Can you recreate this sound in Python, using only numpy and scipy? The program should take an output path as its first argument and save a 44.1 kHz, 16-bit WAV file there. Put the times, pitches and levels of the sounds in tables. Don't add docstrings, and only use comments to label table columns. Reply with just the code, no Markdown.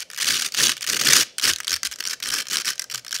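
import sys
import numpy as np
from scipy import signal
from scipy.fft import rfft, irfft
from scipy.io import wavfile
from scipy.ndimage import uniform_filter1d, map_coordinates

SR = 44100
rng = np.random.default_rng(int(sys.argv[2]) if len(sys.argv) > 2 else 0)


def unload_audio(sound):
    columns = np.transpose(np.atleast_2d(sound))
    steps = np.round(np.clip(columns, -1, 1) * 32767)
    wavfile.write(sys.argv[1], SR, steps.astype(np.int16))


def amplitude_ratio(level_db):
    exponent = np.asarray(level_db, float) / 20
    return 10 ** exponent


N = 141120

# time_s, strength_db
HARD_PULLS = [
    [(.2, -22.5), (.25, -25.5), (.29, -20), (.36, -24.5), (.42, -29), (.48, -28)],
    [(.572, -25.5), (.635, -18), (.69, -25), (.736, -34)],
    [(.88, -27), (.93, -25.5), (.975, -23.5)],
    [(.99, -25), (1.07, -18.5), (1.1, -18), (1.17, -17.5), (1.227, -20.5)],
    [(1.43, -25), (1.45, -21), (1.5, -18.5), (1.53, -34)],
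    [(2.5, -28.5), (2.545, -24.5), (2.62, -30)],
    [(2.652, -28.5), (2.68, -21.5), (2.735, -40)],
]
# start_s, end_s, strength_db
LIGHT_PULLS = [(0, 0.001, -36), (0.011, 0.029, -35), (0.193, 0.188, -43), (0.528, 0.575, -40),
               (.84, 0.842, -29), (1.383, 1.384, -18.5), (1.403, 1.403, -23), (1.423, 1.43, -30),
               (1.539, 1.539, -21), (1.668, 1.73, -37), (1.719, 1.743, -31.5), (1.845, 1.852, -26),
               (2.001, 2.01, -26.5), (2.063, 2.074, -30.5), (2.093, 2.147, -34), (2.224, 2.277, -35.5),
               (2.269, 2.285, -27.5), (2.301, 2.306, -22.5), (2.316, 2.352, -26.5), (2.357, 2.411, -28.5),
               (2.418, 2.428, -28), (2.811, 2.828, -36), (2.911, 2.921, -32), (2.939, 2.95, -26.5),
               (2.953, 2.959, -29.5), (2.966, 2.998, -40.5), (3.142, 3.156, -28), (3.159, 3.166, -32.5)]
# time_s, peak_db
SNAPS = [(0.0045, -13), (0.02, -40), (0.1018, -18.5), (0.114, -21), (0.1267, -30), (0.1334, -16.5),
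         (0.1461, -18), (0.1548, -29), (0.1629, -18.5), (0.1761, -11), (0.1826, -14.5), (0.1868, -9),
         (0.486, -20), (0.522, -14), (0.5271, -34), (0.5333, -34), (0.541, -15), (0.547, -5.5),
         (0.564, -21), (0.5684, -12), (0.74, -29), (0.7679, -13.5), (0.778, -17), (0.7818, -36),
         (0.8095, -13.5), (0.8198, -14), (0.8271, -10), (0.843, -10), (0.866, -9.5), (0.8743, -8.5),
         (0.8788, -11), (1.23, -5.5), (1.387, -8), (1.3976, -10.5), (1.4137, -13), (1.4232, -10),
                (1.535, -6), (1.5611, -10.5), (1.5854, -18.5), (1.603, -9), (1.607, -16), (1.6333, -21),
                (1.646, -15), (1.6703, -13.5), (1.68, -5), (1.6952, -8), (1.7069, -7.5), (1.7178, -5),
                (1.7294, -3), (1.7397, -3.5), (1.743, -9), (1.7561, -15), (1.7628, -10.5), (1.7684, -14),
                (1.8322, -7), (1.8484, -25), (1.854, -11), (1.8594, -10), (1.8639, -9),
         (1.87, -9), (1.914, -13), (1.9222, -14), (1.927, -14), (1.9374, -20.5), (1.9595, -21),
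               (1.9872, -20.5), (2.0055, -8), (2.026, -19), (2.0392, -14), (2.053, -10.5), (2.0743, -9),
               (2.085, -14), (2.096, -16), (2.109, -8.5), (2.1319, -8.5), (2.202, -18), (2.225, -13.5),
               (2.229, -11), (2.237, -13), (2.2583, -10.5), (2.2883, -8), (2.3028, -24), (2.3293, -13),
               (2.34, -1.5), (2.36, -14), (2.3707, -15), (2.3848, -5), (2.4035, -7.5),
         (2.423, -29), (2.4556, -21), (2.469, -17.5), (2.485, -15), (2.648, -12.5), (2.7563, -24),
              (2.78, -21.5), (2.7952, -6.5), (2.82, -16), (2.842, -15), (2.9, -15), (2.9244, -16),
              (2.9567, -14), (2.978, -13.5), (2.9891, -41), (3.048, -21), (3.065, -18.5), (3.081, -16),
              (3.093, -23), (3.1094, -16), (3.1177, -14), (3.1279, -9), (3.1464, -15), (3.164, -12),
              (3.176, -16), (3.1873, -15), (3.198, -16)]
# middle_s, length_s
STALLS = [(0.2386, 0.0054), (0.25, 0.0041), (0.264, 0.005), (0.2944, 0.0064), (0.3284, 0.0022),
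          (0.348, 0.0026), (0.3603, 0.0017), (0.383, 0.0035), (0.402, 0.0029), (0.4165, 0.0028),
          (0.4438, 0.004), (0.4679, 0.002), (0.4743, 0.0026), (0.6227, 0.0027), (0.644, 0.0013),
          (0.6752, 0.0031), (0.689, 0.0046), (0.7136, 0.0026), (0.911, 0.0017), (0.9122, 0.0017),
          (0.9378, 0.0046), (0.95, 0.0014), (0.9558, 0.0025), (1.0057, 0.0039), (1.0253, 0.0026),
          (1.0321, 0.0039), (1.0423, 0.0059), (1.0646, 0.002), (1.079, 0.003), (1.0933, 0.0043),
          (1.1195, 0.0029), (1.142, 0.003), (1.1513, 0.0018), (1.1715, 0.0022), (1.196, 0.0015),
          (1.4633, 0.0026), (1.508, 0.002), (1.521, 0.0044), (2.5169, 0.0021), (2.5547, 0.0035),
          (2.5654, 0.0055), (2.578, 0.0064), (2.594, 0.0056), (2.6046, 0.0029), (2.684, 0.0026),
          (2.715, 0.0022)]
# time_s, level_over_pull_db
SURGES = [(0.228, 10), (0.2443, 9), (0.2795, 0.5), (0.2876, 7.6), (0.3418, 6), (0.369, 2), (0.3972, 2.5),
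          (0.4222, 12), (0.4465, 15), (0.4635, 10.5), (0.5909, 8), (0.6034, 0.5), (0.64, 9), (0.6701, 7),
          (0.6858, 7), (0.6942, 11), (0.7185, 12), (0.8886, 0), (0.9, 6.6), (0.9332, 12.5), (0.944, 7.5),
          (0.9654, 4.5), (1.0147, 7.1), (1.0633, 1.5), (1.088, 11), (1.1093, -1), (1.133, 11.5),
          (1.157, 0.5), (1.166, 9.5), (1.2088, 5.5), (1.4408, 9.5), (1.446, 1), (1.453, 8), (1.4788, 1),
          (1.495, 9), (1.5109, 9), (2.5321, 4.5), (2.5573, 12), (2.5714, 11.5), (2.5815, 16), (2.6135, -2),
          (2.6745, 0.5), (2.687, 7), (2.7047, 11)]
# frequency_hz, density_db (per Hz)
HELD_COLOUR = [(400, -31), (900, -7.5), (1570, -3.5), (3040, -3), (6040, 1.5), (7800, -2), (15600, -12)]
# frequency_hz, density_db (per Hz)
FREE_COLOUR = [(400, -46.5), (880, -9.5), (1590, -4), (3560, -5), (5510, -0.5), (7770, -3.5),
               (15600, -13.5)]
# centre_hz, width_hz, gain_db
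HELD_RINGS = [(900, 200, -7.5), (1567, 430, 3.5), (3020, 690, 4), (4440, 820, 2.5), (5670, 1250, 0),
              (7720, 510, -5.5)]
# centre_hz, width_hz, gain_db
FREE_RINGS = [(875, 73, -12.5), (1556, 284, 6.5), (3130, 170, 6), (4260, 480, 3.5), (5400, 840, 5),
              (6900, 360, -1), (7950, 570, -3)]
# frequency_hz, t60_s
PAPER_DECAY = [(1500, .024), (6000, .016), (13000, .007)]
# frequency_hz, density_db (per Hz)
RUMBLE_COLOUR = [(60, -40), (150, -11), (260, -1), (400, -1), (600, -10), (800, -20), (1800, -54)]
# centre_hz, width_hz, gain_db
RUMBLE_DIPS = [(377, 30, -5)]
# frequency_hz, density_db (per Hz)
DEEP_COLOUR = [(20, -13), (60, -13.5), (130, -0.5), (200, -3.5), (400, -23)]
# centre_hz, width_hz, gain_db
DEEP_RINGS = [(142, 18, 5)]
# time_s, gain_db
GRIP = [(.2, 0.5), (.3, 6.5), (.45, 7), (.63, 12.5), (.75, 15.5), (.9, 15.5), (1.09, 10), (1.5, 9.5),
        (1.75, 16), (2.35, 10.5), (2.7, 6.5)]
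# time_s, ring_hz, level_db
JOLTS = [
    (.31, 110, -46),
    (1.1, 150, -36),
    (1.52, 85, -41),
    (1.75, 78, -46),
    (1.89, 65, -51),
    (2.3, 62, -51),
    (2.97, 124, -47),
]
# frequency_hz, t60_s
ROOM_DECAY = [(300, 0.49), (1400, 0.27), (3000, 0.41), (7000, 0.25), (15000, 0.15)]
# frequency_hz, density_db (per Hz)
AIR_COLOUR = [(25, -7), (60, -5), (130, 2), (370, -0.5), (550, 7), (1100, -12.5), (6000, -5), (16000, -30)]
# frequency_hz, gain_db
BAND_LIMIT = [(12, -30), (45, 0), (15750, 0), (15900, -26), (16700, -30), (16950, -50)]

FULL_DB = -15


def unit(x):
    return x / np.sqrt(np.mean(x ** 2) + 1e-20)


def along(points, hz):
    f, v = np.transpose(points)
    return np.interp(np.log(hz + 1), np.log(f + 1), v)


def wobble(knots_per_s):
    return map_coordinates(rng.standard_normal(4000), [np.arange(N) * knots_per_s / SR])


def causal(spectrum, rings, size=4096):
    hz = np.fft.rfftfreq(size, 1 / SR)
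    db = np.maximum(along(spectrum, hz), -90)
    for centre, width, gain in rings:
        db = db + gain / (1 + (2 * (hz - centre) / width) ** 2)
    cepstrum = irfft(np.log(amplitude_ratio(db)))
    fold = np.r_[1, np.full(size // 2 - 1, 2), 1, np.zeros(size // 2 - 1)]
    response = irfft(np.exp(rfft(cepstrum * fold)))
    return response / np.linalg.norm(response)


def dying(decays, size, count):
    hz, t, z = signal.stft(rng.standard_normal((count, size)), SR, nperseg=64)
    damping = amplitude_ratio(-60 * t / along(decays, hz)[:, None])
    tail = signal.istft(z * damping, SR, nperseg=64)[1]
    return tail / np.linalg.norm(tail, axis=1, keepdims=True)


def through(x, response):
    return signal.fftconvolve(x, response, axes=-1)[..., :N]


def strength():
    t, pull_db = np.arange(N) / SR, np.full(N, -120.)
    light = [[(start, end_db[1]), (end_db[0], end_db[1])] for start, *end_db in LIGHT_PULLS]
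    for pull in HARD_PULLS + light:
        s, level = np.transpose(pull)
        pull_db = np.maximum(pull_db, np.interp(t, s, level, left=-120, right=-120))
    return pull_db


def jerks():
    stall_db, surge_half_s = -13, .002
    t, db = np.arange(N) / SR, np.zeros(N)
    for middle, length in STALLS:
        db = db + stall_db * np.clip(2 * (1 - np.abs(t - middle) / length), 0, 1)
    for time, over_db in SURGES:
        db = db + over_db * np.exp(-((t - time) / surge_half_s) ** 2)
    return db


def tearing(pull_db):
    hooks_per_s, thin_db = 3800, 36
    size_db, clump_db, clumps_per_s, tear_db = 7.5, 0.5, 300, 0.5
    share = np.clip(amplitude_ratio((pull_db - FULL_DB) * 20 / thin_db), 0, 1) * hooks_per_s / SR
    go = np.clip(4 * (1 - rng.random(N) / (share + 1e-9)), 0, 1)
    hook_db = size_db * rng.exponential(size=N) ** .5
    size = amplitude_ratio(hook_db + clump_db * wobble(clumps_per_s) + jerks())
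    return go * unit(size) * amplitude_ratio(pull_db + tear_db) / np.sqrt(share + 1e-9)


def snaps():
    snap_db, row_s, follow_db = -3, .0015, -3
    s, db = np.transpose(SNAPS)
    draw = rng.random((len(s), 2, 6))
    delay = -row_s * (np.log(draw[:, 0] + .01) + .35)
    when = np.c_[s, s[:, None] + delay]
    followers = amplitude_ratio(follow_db - 14 * draw[:, 1])
    size = np.c_[np.ones(len(s)), followers] * amplitude_ratio(db + snap_db)[:, None]
    return np.bincount(np.round(when * SR).astype(int).ravel(), size.ravel(), N + SR)[:N]


def disc(hooks):
    rattle_db, spot_db, spot_s = -1.5, 6, .003
    free_from_s, free_by_s = 1.0, 2.15
    spots = amplitude_ratio(rattle_db) * dying(PAPER_DECAY, size=1500, count=12)
    spots = spots + (np.arange(spots.shape[1]) == 0)
    bands_hz = np.geomspace(1500, 8500, len(spots))
    favoured = [causal([(1, 0)], [(hz, hz / 2, spot_db)], size=256) for hz in bands_hz]
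    stay = int(spot_s * SR)
    spot = rng.integers(0, len(spots), N)[np.arange(N) // stay * stay]
    where = spot == np.arange(len(spots))[:, None]
    shaken = -2 * through(hooks * where, through(spots, favoured)).sum(0)
    free = np.interp(np.arange(N) / SR, (free_from_s, free_by_s), [0, 1])
    held_sound = through(shaken * (1 - free), causal(HELD_COLOUR, HELD_RINGS))
    return held_sound + through(shaken * free, causal(FREE_COLOUR, FREE_RINGS))


def pad(pull_db):
    rumble_db, deep_db, growth, lump_db = -26, -5, 1.275, 1
    rumble_lag_s, deep_lag_s = .028, .05
    drive = amplitude_ratio(FULL_DB + growth * (pull_db - FULL_DB))
    grip_db = rumble_db + np.interp(np.arange(N) / SR, *np.transpose(GRIP))
    quick = uniform_filter1d(drive, size=int(rumble_lag_s * SR)) * amplitude_ratio(grip_db + lump_db * wobble(70))
    slow = uniform_filter1d(drive, size=int(deep_lag_s * SR)) * amplitude_ratio(grip_db + deep_db)
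    paper = through(quick * rng.standard_normal(N), causal(RUMBLE_COLOUR, RUMBLE_DIPS, size=8192))
    deep = through(slow * rng.standard_normal(N), causal(DEEP_COLOUR, DEEP_RINGS, size=8192))
    return paper + deep


def jolts():
    half_swing_s = .03
    s, hz, db = np.transpose(JOLTS)[..., None]
    t = np.arange(N) / SR - s
    swell = amplitude_ratio(db) * np.exp(-(t / half_swing_s) ** 2)
    return (swell * np.sin(2 * np.pi * hz * t)).sum(0)


def room(near):
    room_db, predelay, stretch = -20, 300, 5000
    tails = dying(ROOM_DECAY, size=SR // 2, count=4)
    part = (np.arange(N) // stretch % 4) == np.arange(4)[:, None]
    delayed = np.pad(near, (predelay, 0))[:N]
    return amplitude_ratio(room_db) * through(delayed * part, tails).sum(0)


def air():
    air_db, hum_hz, hum_db = -57, 122, -70
    phase = 2 * np.pi * hum_hz * np.arange(N) / SR + 1.5 * wobble(6)
    hum = amplitude_ratio(hum_db + 4 * wobble(9)) * np.sin(phase)
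    return amplitude_ratio(air_db) * through(rng.standard_normal(N), causal(AIR_COLOUR, [])) + hum


def scene():
    pull_db = strength()
    hooks = tearing(pull_db) / 2 + snaps()
    near = disc(hooks) + pad(pull_db) + jolts()
    return (near + room(near) + air())[None]


def top_cut(x):
    return signal.sosfilt(signal.butter(12, 16990, fs=SR, output="sos"), x)


def record(dry):
    soft = dry / (1 + np.abs(dry / .8) ** 3) ** (1 / 3)
    band_gain = amplitude_ratio(along(BAND_LIMIT, np.fft.rfftfreq(N, 1 / SR)))
    mix = irfft(rfft(soft) * band_gain, N)
    return top_cut(mix)


dry = scene()
out = record(dry)
unload_audio(out)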